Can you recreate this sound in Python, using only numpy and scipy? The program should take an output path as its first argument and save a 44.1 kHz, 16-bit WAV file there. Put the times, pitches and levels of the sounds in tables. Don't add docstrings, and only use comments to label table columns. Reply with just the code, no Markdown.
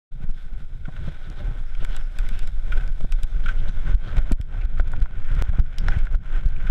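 import sys
import numpy as np
from scipy import signal
from scipy.fft import rfft, irfft, next_fast_len
from scipy.io import wavfile
from scipy.ndimage import uniform_filter1d

SR = 44100
rng = np.random.default_rng(int(sys.argv[2]) if len(sys.argv) > 2 else 0)


def generate_wav(signal):
    frames = np.transpose(np.atleast_2d(signal))
    scaled = np.clip(frames, -1, 1) * 32767
    pcm = np.round(scaled).astype(np.int16)
    wavfile.write(sys.argv[1], SR, pcm)


N = 295470
TIME = np.arange(N) / SR
AT_BUMP_S, AFTER_BUMP_S = 0.01, 0.032

# (time [s], relative strength [dB], width [s], change in the crunch [dB])
BUMPS = [(0.242, -18.5, 0.0021, 4.5), (0.297, -10, 0.014, 5.5), (0.566, -15, 0.0097, -4.5),
         (1.086, -19.5, 0.0068, 1), (1.45, -11.5, 0.0066, -0.5), (1.842, -9, 0.016, 1),
         (2.2, -8.5, 0.0086, 0.5), (2.429, -8, 0.016, 3), (2.777, -6, 0.0093, 3.5), (3.005, -8, 0.014, -7),
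         (3.239, -7, 0.008, 7), (3.692, -6, 0.013, 0.5), (3.948, -4, 0.0052, 7), (4.185, -3, 0.0071, 5.5),
         (4.328, -2.5, 0.0068, 15), (4.403, -13, 0.003, -1), (4.652, -7, 0.0071, 4.5),
         (4.804, -4.5, 0.0062, 13), (4.878, -8.5, 0.0093, 2.5), (5.024, -4.5, 0.0066, 4.5),
         (5.32, -8, 0.0077, 3), (5.391, -9.5, 0.0057, 1.5), (5.418, -11.5, 0.0029, 12),
         (5.494, -7, 0.0041, 9), (5.598, -2, 0.0041, 12.5), (5.971, -7.5, 0.0027, -2),
         (6.152, -5.5, 0.0067, 8.5), (6.461, -5, 0.0057, 3), (6.701, -5, .005, 1.5)]
# (peak time [s], rise [s], fall [s], load [dB], grittiness [dB])
LEANS = [(0.24, 0.021, 0.019, 8.5, 0), (0.39, 0.06, 0.084, 4, 3.5), (0.54, 0.042, 0.049, 3, -1.5),
         (0.615, 0.026, 0.027, 3, 2.5), (0.984, 0.051, 0.12, 0, -1), (1.074, 0.08, 0.054, 6.5, -0.5),
         (1.476, 0.15, 0.15, 5.5, -3), (1.823, 0.021, 0.028, 9.5, -4), (1.945, 0.059, 0.034, 5, -1.5),
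         (2.414, 0.43, 0.11, 6, -0.5), (2.75, 0.091, 0.099, 9.5, -0.5), (3.035, 0.019, 0.055, -7, 0),
         (3.521, 0.065, 0.0067, 6.5, 1), (3.69, 0.061, 0.0066, 4.5, -2), (3.865, 0.014, 0.059, 6.5, -1),
         (4.1, 0.12, 0.074, 9.5, -1.5), (4.172, 0.016, 0.038, 8, -0.5), (4.302, 0.026, 0.031, 7, 2.5),
         (4.634, 0.09, 0.015, 4, 0.5), (5.015, 0.17, 0.021, 4, -1), (5.349, 0.17, 0.093, 8.5, 2),
         (5.572, 0.11, 0.032, 5.5, 0.5), (5.95, 0.12, 0.036, 12, -1), (6.137, 0.036, 0.066, 7, -3.5),
         (6.349, 0.083, 0.11, 5.5, 0.5), (6.66, 0.054, 0.034, 4, -0.5)]
# (start [s], length [s], unloading [dB], drop in buffeting [dB])
CRESTS = [(1.618, 0.087, 5, 5), (2.025, 0.11, 6, 10.5), (2.5, 0.16, 3.5, 2.5), (2.904, 0.061, 4, 6),
          (3.201, 0.056, 3, 10), (3.944, 0.15, 7, 9.5), (4.316, 0.17, 9, 10), (5.05, 0.034, 7, 16.5),
          (5.62, .12, 2.5, 11.5), (6.147, 0.076, 11, 16.5)]
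# (frequency [Hz], gain [dB])
CLACK_TONE = [(300, -2), (1100, -5), (1550, -0.5), (1900, -4), (2350, 3.5), (3300, -6.5), (4400, -13.5),
              (6500, -12), (13000, -53)]


def buffeting(db):
    # (frequency [Hz], gain [dB])
    air_tone = [(4, -20), (10, -3.5), (17, -1), (24, -5.5), (33, -8.5), (50, -26.5), (80, -35.5),
                (150, -48), (400, -112.5)]
    return steady(colour(rng.standard_normal(N), air_tone), window_s=0.146) * undb(db + 3.0)


def shaking():
    # (time [s], half length [s], boost [dB])
    pushes = [(0.274, 0.042, 14.5), (0.535, 0.02, 18.5), (1.474, 0.037, 5.5), (1.77, 0.058, 3.5),
              (2.24, 0.022, 3.5), (5.337, 0.084, 2.5)]
    boost_db = sum(db * swell(s, length, length) for s, length, db in pushes)
    drop_db = sum(db * swell(s + length, 0.71 * length, fall_s=0.053) for s, length, _, db in CRESTS)
    return boost_db - drop_db


def bumps():
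    shoves, swing_gain = np.zeros(N), np.ones(N)
    for s, strength_db, width, change_db in BUMPS:
        offset = (TIME - s) / width
        suck = 1 / (1 + .5 * offset ** 2) ** 2
        rebound = np.exp(-(offset / 4.04) ** 2)
        shoves -= undb(strength_db + 1.5) * (suck - rebound * suck.sum() / rebound.sum())
        after_db = -0.33 * change_db * swell(s + AFTER_BUMP_S, AT_BUMP_S, fall_s=0.027)
        swing_gain *= (1 - 0.37 * rebound) * undb(after_db)
    return shoves, swing_gain


def rumble(db):
    # (frequency [Hz], gain [dB])
    ground_tone = [(25, -9), (60, 9), (110, 3), (165, -3), (220, -14), (320, -21), (500, -27),
                   (1200, -76.5)]
    # (time [s], relative level [dB], pitch [Hz], decay [s])
    thuds = [(0.153, -29.5, 137, 0.0098), (0.204, -25, 143, 0.0079), (0.291, -24.5, 142, 0.0034),
             (0.531, -27.5, 134, 0.0038), (0.881, -17.5, 142, 0.0081), (1.0748, -16.5, 152.5, 0.013),
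             (2.314, -27, 190, 0.0066), (3.042, -16, 140, 0.0038), (3.234, -25, 110, 0.0057),
             (4.3142, -9, 219, 0.0029), (5.016, -19.5, 120, 0.0039), (5.305, -20, 120, .009),
             (5.367, -17, 132, 0.0087), (5.585, -12.5, 147, 0.0029), (6.456, -18.5, 130.4, .005)]
    drumming = steady(colour(rng.standard_normal(N), ground_tone), window_s=0.048)
    out = drumming * undb(db - 1.0 + 3.7 * drift(35))
    t = np.arange(SR // 8) / SR
    for s, thud_db, hz, decay_s in thuds:
        fade = (1 - np.exp(-t / 0.0015)) * np.exp(-t / decay_s)
        add(out, s, fade * np.sin(2 * np.pi * hz * t), thud_db - 9.0)
    return out


def tyres(pressure, soil_db, grit_db, spray_db):
    # (frequency [Hz], gain [dB])
    soil_tone = [(150, -3.5), (330, -2.5), (480, -5), (700, -7.5), (900, -9.5), (1150, -21.5),
                 (1500, -33.5), (4000, -54)]
    grit_tone = [(500, -20), (1150, -11.5), (1700, -14), (2200, -19), (2900, -20.5), (3600, -31.5),
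                 (4300, -36.5), (6500, -34.5), (16000, -52.5)]
    spray_tone = [(2500, -3.5), (4400, -4.5), (6300, -7.5), (9000, -7.5), (12500, -12), (16000, -39)]
    # (frequency [Hz], width [Hz], typical gain [dB])
    flex_rings = [(1423, 87, -23), (1615, 63, -16), (2430, 260, -13.5), (3630, 540, -6)]
    sway = np.abs(steady(pressure, window_s=0.52))
    tread_db = 0.9 * drift(78)
    gain = bump_gain() * undb(0.41 * (sway - 0.5) + tread_db)
    patches_db, clumps_db = 1.73 * drift(24), drift(190)
    soil = unit(in_case(colour(grains(3000, 1.8), soil_tone))) * undb(soil_db + patches_db)
    grit = unit(in_case(colour(grains(8000, 1.5), grit_tone)))
    grit *= undb(grit_db + patches_db + clumps_db - 3.5)
    pebbles = unit(in_case(colour(grains(40, 2.7), CLACK_TONE))) * undb(grit_db - 18)
    spray = unit(in_case(colour(grains(12000, 2.6), spray_tone))) * undb(spray_db + clumps_db - 0.5)
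    crunch = gain * (soil + grit + pebbles + spray)
    return crunch + sum(undb(db + 6.5 * np.tanh(drift(5.4))) * band(crunch, hz, hz / width)
                        for hz, width, db in flex_rings)


def bump_gain():
    db = np.zeros(N)
    for s, _, width, change_db in BUMPS:
        age = np.maximum(TIME - s - width, 0) / AFTER_BUMP_S
        after = np.tanh(8 * age) * np.exp(-age ** 2)
        db += change_db * (0.53 * swell(s, AT_BUMP_S, AT_BUMP_S) - after)
    return undb(db)


def rider_load():
    lift_s, settle_s = 0.0037, 0.078
    db = sum(lean_db * swell(s, rise, fall) for s, rise, fall, lean_db, _ in LEANS)
    for s, length, light_db, _ in CRESTS:
        lifting, settling = (TIME - s) / lift_s, (s + length - TIME) / settle_s + .5
        db -= light_db * np.clip(np.minimum(lifting, settling), 0, 1)
    return db


def grittiness():
    return sum(gritty_db * swell(s, rise, fall) for s, rise, fall, _, gritty_db in LEANS)


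def knocks():
    # (time [s], level [dB], pitch [Hz], rattle time [s])
    blows = [(0.293, -45, 383, 0.0012), (.531, -60, 380, .002), (0.882, -40.5, 650, 0.007),
             (1.079, -38.5, 500, 0.0056), (1.8488, -39.5, 1820, 0.00051), (3.007, -39.5, 550, 0.0026),
             (3.047, -36.5, 380, .0008), (3.656, -44, 1423, 0.0017), (4.158, -44, 667, 0.005),
             (4.311, -33, 523, 0.0067), (4.397, -44.5, 299, 0.0032), (4.413, -45.5, 3340, .0006),
             (4.5445, -42.5, 780, 0.00053), (4.7977, -29.5, 1450, 0.0004), (4.7979, -30, 666, 0.00086),
             (4.9346, -34, 1014, 0.00044), (4.9366, -46, 1420, .0005), (4.94, -41, 850, 0.00082),
             (5.015, -45, 1520, 0.002), (5.058, -39, 1260, 0.00054), (5.383, -54, 1490, .004),
             (5.411, -39, 1530, 0.0023), (5.535, -41.5, 790, 0.0019), (5.589, -39.5, 905, 0.0018),
             (5.8838, -22.5, 1740, 0.00034), (5.885, -37, 794, 0.00045), (6.0693, -36.5, 1750, 0.001),
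             (6.145, -39, 1210, 0.0012)]
    # (frequency [Hz], relative level [dB], time to fade by 60 dB [s])
    frame_notes = [(266, -1, 0.02), (600, 9.5, 0.0094), (804, -0.5, 0.031), (967, -2, 0.024),
                   (1420, 4.5, 0.026), (1615, 7.5, 0.014), (1950, 8, 0.0053), (2370, -10, 0.0099),
                   (3330, -0.5, 0.011)]
    # (frequency [Hz], gain [dB])
    crack_tone = [(300, -30.5), (1100, -16.5), (1900, -16), (2500, -28.5), (3400, -29), (4400, -47),
                  (6500, -71), (13000, -52.5)]
    out, t = np.zeros(N), np.arange(SR // 10) / SR
    for s, db, pitch, rattle_s in blows:
        push = contact(rattle_s, 0.16)
        frame = np.zeros(len(t))
        for k, (hz, note_db, fade_s) in enumerate(frame_notes):
            octaves_away = abs(np.log2(hz / pitch))
            gain = (-1) ** k * undb(note_db - 13 * octaves_away)
            frame += gain * np.sin(2 * np.pi * hz * t) * np.exp(-np.log(1000) * t / fade_s)
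        ring = unit(signal.fftconvolve(push, frame)[:len(push)])
        crack = undb(-13) * unit(in_case(colour(push, crack_tone)))
        add(out, s, ring + crack, db)
    return out


def rasps():
    # (time [s], level [dB], decay [s])
    rubs = [(0.853, -39, 0.0056), (0.963, -42, 0.0051), (2.719, -30, 0.0082), (2.7728, -35.5, 0.0048),
            (2.797, -41, .004), (2.808, -40.5, .004), (2.832, -43, 0.0052), (3.458, -29.5, 0.0072),
            (3.482, -27, 0.01), (5.918, -34, 0.0049), (6.666, -35, 0.014)]
    # (frequency [Hz], gain [dB])
    rub_tone = [(300, -30), (1050, -13), (1400, 2), (1600, -1.5), (1900, -12.5), (2400, -6.5), (3300, -16),
                (4400, -28.5), (6500, -27.5), (13000, -40)]
    out = np.zeros(N)
    for s, db, decay_s in rubs:
        add(out, s, in_case(colour(contact(decay_s, 0.38), rub_tone)), db)
    return out


def freehub():
    # (time [s], snap level [dB], clack level [dB])
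    ticks = [(1.749, -71, -43.5), (1.8476, -44.5, -35.5), (1.965, -42, -42), (2.187, -42, -34.5),
             (2.2894, -43, -40), (2.392, -43.5, -42), (2.474, -47, -43.5), (2.877, -65, -48.5),
             (3.007, -59, -47.5), (3.122, -44, -36.5), (3.233, -41, -41), (4.168, -57, -39.5),
             (4.216, -62, -52), (4.320, -38.5, -40.5), (4.413, -52.5, -52.5), (4.918, -54.5, -61),
             (5.7852, -44.5, -42), (5.987, -55, -40.5), (6.053, -59, -48)]
    # (frequency [Hz], gain [dB])
    snap_tone = [(1500, -34), (3500, -13.5), (4800, -9.5), (6500, -12), (7600, -4), (9000, -13.5),
                 (13000, -14), (16000, -42)]
    # (frequency [Hz], width [Hz], gain [dB])
    steel = [(4860, 76, 5), (5070, 130, -7), (9960, 660, 6.5)]
    out, clack_lag_s = np.zeros(N), 0.00094
    for s, snap_db, clack_db in ticks:
        snap = resonate(colour(contact(0.00099, 0.35), snap_tone), steel)
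        clack = colour(contact(0.0025, 0.48), CLACK_TONE)
        add(out, s, in_case(snap), snap_db)
        add(out, s + clack_lag_s, in_case(clack), clack_db)
    return out


def scrapes():
    # (peak time [s], half length [s], level [dB], pitch [Hz])
    slips = [(0.383, 0.05, -64, 3400), (1.06, 0.05, -60, 3400), (1.247, 0.016, -56.5, 3500),
             (1.391, 0.035, -56.5, 3500), (3.447, 0.01, -51.5, 3440), (3.686, 0.008, -50.5, 3540),
             (1.82, 0.019, -50, 3050), (1.942, 0.035, -50, 3170), (2.262, 0.013, -49, 2000),
             (2.386, 0.058, -50.5, 2580), (3.589, 0.016, -51, 3100), (3.872, 0.016, -45.5, 1600),
             (4.094, 0.049, -47, 1370), (4.08, 0.05, -54, 3240), (4.618, 0.0063, -42, 2320),
             (4.778, 0.013, -45.5, 1570), (5.93, 0.025, -43, 1980), (6.565, 0.0042, -46.5, 2480),
             (6.612, 0.012, -49, 2070)]
    gravel = grains(3500, 3.2) * undb(2.07 * drift(170))
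    q = 3.9
    return sum(undb(db) * swell(s, length, length) * unit(band(band(gravel, hz, q), hz, q / 2))
               for s, length, db, hz in slips)


def jiggle(db):
    # (frequency [Hz], gain [dB])
    patter_tone = [(200, -11.5), (450, -5.5), (800, 2.5), (1100, -3), (1600, -8), (2400, -7.5), (3500, -13),
                   (6500, -22), (13000, -38.5)]
    taps = signal.fftconvolve(grains(55, 1.6), contact(0.00074, 0.26))[:N]
    return unit(in_case(colour(taps, patter_tone))) * undb(db - 11)


def pop():
    release_s, decay_s = 5.4233, .0007
    out, t = np.zeros(N), (np.arange(SR // 50) - SR // 100) / SR
    add(out, release_s + t[0], np.sign(t) * np.exp(-np.abs(t) / decay_s), db=-26.5)
    return out


def brake_disc():
    # (frequency [Hz], base level [dB], time to fade by 60 dB [s])
    disc_notes = [(3031, -59, .07), (3340, -58, .1), (3752, -58, .12), (4060, -58, .07), (4635, -60, .18),
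                  (4861, -62, .12), (5160, -60, .1), (5281, -57, .25), (5345, -60, .14), (5706, -64, .16)]
    # (time [s], gain of the clang [dB], gain of the lingering ring [dB])
    slaps = [(4.412, -10, -19), (5.7841, 10, -4), (5.8846, 8, -12)]
    out, t = np.zeros(N), np.arange(SR // 2) / SR
    clang_share = 0.13
    for hz, db, fade_s in disc_notes:
        tone, age = np.sin(2 * np.pi * hz * t), np.log(1000) * t / fade_s
        flutter = undb(4 * drift(220)[:len(t)])
        for s, clang_db, ring_db in slaps:
            add(out, s, tone * np.exp(-age / clang_share), db + clang_db)
            add(out, s, tone * flutter * np.exp(-age), db + ring_db)
    return out


def whistle(shoves):
    # (frequency [Hz], gain [dB])
    leak_tone = [(800, -10), (3500, 4.5), (8000, -10), (13000, -22), (16000, -40)]
    suck = np.maximum(-shoves, 0)
    pitch_hz = 5050 * np.tanh(suck / 0.35) * (1 + 0.059 * drift(830))
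    phase = 2 * np.pi * np.cumsum(pitch_hz) / SR
    chirp = undb(-54.5) * (np.sin(phase) + 0.25 * np.sin(2 * phase))
    hiss = undb(-50.5) * unit(colour(rng.standard_normal(N), leak_tone))
    return np.clip((suck - .22) / 0.25, 0, 1) * (chirp + hiss)


def dry_clicks():
    # (time [s], level [dB])
    clicks = [(0.313, -58), (1.3005, -50), (2.8774, -50), (4.7895, -55), (4.8803, -55), (5.0028, -56),
              (5.352, -51), (6.127, -54), (6.488, -56)]
    # (frequency [Hz], gain [dB])
    click_tone = [(500, -13), (1900, -7), (2900, 0), (6000, -5), (10000, -14), (16000, -36)]
    out = np.zeros(N)
    for s, db in clicks:
        add(out, s, colour(contact(0.0008, 0.2), click_tone), db)
    return out


def brake_pad():
    level = gate(1.31, 1.605, fade_s=0.024) * undb(-61.5 + 2.3 * drift(30.7))
    pitch_hz = 803 * (1 + 0.014 * drift(57.5))
    return level * unit(np.sin(2 * np.pi * np.cumsum(pitch_hz) / SR))


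def whir(load_db):
    # (start [s], end [s], pitch [Hz], level [dB])
    coasts = [(1.65, 2.48, 5260, -70.5), (3.255, 3.946, 6070, -74.5)]
    teeth_per_s, width_hz = 200, 900
    tooth_phase = np.cumsum(teeth_per_s * (1 + 0.088 * drift(10.0))) / SR % 1
    clicks = rng.standard_normal(N) * np.exp(-tooth_phase / 0.57)
    clicks *= undb(4.5 * drift(22.2) + 0.6 * load_db)
    out = np.zeros(N)
    for start, end, hz, db in coasts:
        q = hz / width_hz
        out += undb(db) * gate(start, end, fade_s=0.017) * unit(band(band(clicks, hz, q), hz, q))
    return out


def in_case(x):
    # (frequency [Hz], width [Hz], gain [dB])
    rings = [(592, 36, 6), (787, 57, 1.5), (1038, 42, 3.5), (1343, 180, 6.5), (1519, 83, 12),
             (1830, 69, 4.5), (2174, 300, 6), (3357, 880, 11), (5170, 510, 4.5), (7750, 110, 6)]
    dips = [(915, 130, -4.5), (1140, 120, -3), (2850, 420, -3.5), (4450, 600, -3)]
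    return resonate(x, rings + dips)


def resonate(x, table):
    for hz, width, db in table:
        x = x + (undb(db) - 1) * band(x, hz, hz / width)
    return x


def band(x, hz, q):
    return signal.lfilter(*signal.iirpeak(hz, q, SR), x)


def colour(x, tone):
    hz, db = np.transpose(tone)
    size = 2 * next_fast_len(len(x))
    f = np.maximum(np.arange(size // 2 + 1) * SR / size, 1)
    gain = undb(np.interp(np.log(f), np.log(hz), db))
    cepstrum = irfft(np.log(gain))
    cepstrum[1:size // 2] *= 2
    cepstrum[size // 2 + 1:] = 0
    return irfft(rfft(x, size) * np.exp(rfft(cepstrum)))[:len(x)]


def grains(per_s, spread_db):
    size = undb(spread_db * np.minimum(rng.exponential(size=N), 5))
    return unit((rng.random(N) < per_s / SR) * size * rng.choice([-1, 1], N))


def contact(decay_s, rattle, size=6000):
    age = np.arange(size) / (SR * decay_s)
    push = rattle * rng.standard_normal(size) * np.exp(-age) * np.tanh(3 * age)
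    push[0] += min(0.0035 / decay_s, 1)
    return push


def drift(per_s):
    step = int(SR / per_s)
    held = rng.standard_normal(N)[np.arange(N) // step]
    return unit(uniform_filter1d(uniform_filter1d(held, step), step))


def swell(s, rise_s, fall_s):
    return np.exp(-((TIME - s) / np.where(TIME < s, rise_s, fall_s)) ** 2)


def gate(start_s, end_s, fade_s):
    return np.clip(np.minimum(TIME - start_s, end_s - TIME) / fade_s, 0, 1)


def steady(x, window_s):
    return x / np.sqrt(uniform_filter1d(x ** 2, int(window_s * SR)) + 1e-9)


def add(out, s, x, db):
    i = max(int(s * SR), 0)
    loudest = np.sqrt(uniform_filter1d(x ** 2, SR // 250, mode="constant").max())
    out[i:i + len(x)] += (x * undb(db) / loudest)[:N - i]


def unit(x):
    return x / np.sqrt(np.mean(x ** 2))


def undb(db):
    return 10 ** (np.asarray(db) / 20)


def scene():
    # (time [s], buffeting [dB], rumble [dB], soil [dB], grit [dB], spray [dB])
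    pace = [(0.12, -29.5, -48, -60, -60, -70), (0.82, -31, -39.5, -64.5, -60.5, -69.5),
            (0.92, -29, -40, -57.5, -50, -64.5), (1.35, -31.5, -40.5, -56, -52.5, -65.5),
            (1.75, -20.5, -48.5, -59.5, -50, -63.5), (2.7, -19.5, -41.5, -56.5, -54.5, -62),
            (3.7, -18.5, -39.5, -53.5, -48.5, -63.5), (4.6, -22, -40, -54, -52.5, -73),
            (5.7, -18, -39, -57.5, -51, -72.5), (6.7, -20.5, -38, -55.5, -47.5, -74)]
    times, *levels = np.transpose(pace)
    buffet_db, rumble_db, soil_db, grit_db, spray_db = [np.interp(TIME, times, db) for db in levels]
    load_db, gritty_db = rider_load(), grittiness()
    shoves, swing_gain = bumps()
    pressure = swing_gain * buffeting(buffet_db + shaking()) + shoves
    ground = rumble(rumble_db + 0.84 * load_db - gritty_db)
    crunch = tyres(pressure, soil_db + load_db - gritty_db, grit_db + load_db + gritty_db,
                   spray_db + 0.54 * load_db + gritty_db)
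    bike = ground + crunch + jiggle(grit_db + load_db) + scrapes() + rasps() + knocks()
    bike += freehub() + whir(load_db) + brake_disc() + pop() + brake_pad() + dry_clicks()
    fade_in = np.clip((TIME - 0.11) / 0.0145, 0, 1)
    return (fade_in * (pressure + whistle(shoves) + bike))[None]


def record(dry):
    return signal.sosfilt(signal.ellip(8, .2, 70, 15800, fs=SR, output="sos"), dry)


dry = scene()
out = record(dry)
generate_wav(out)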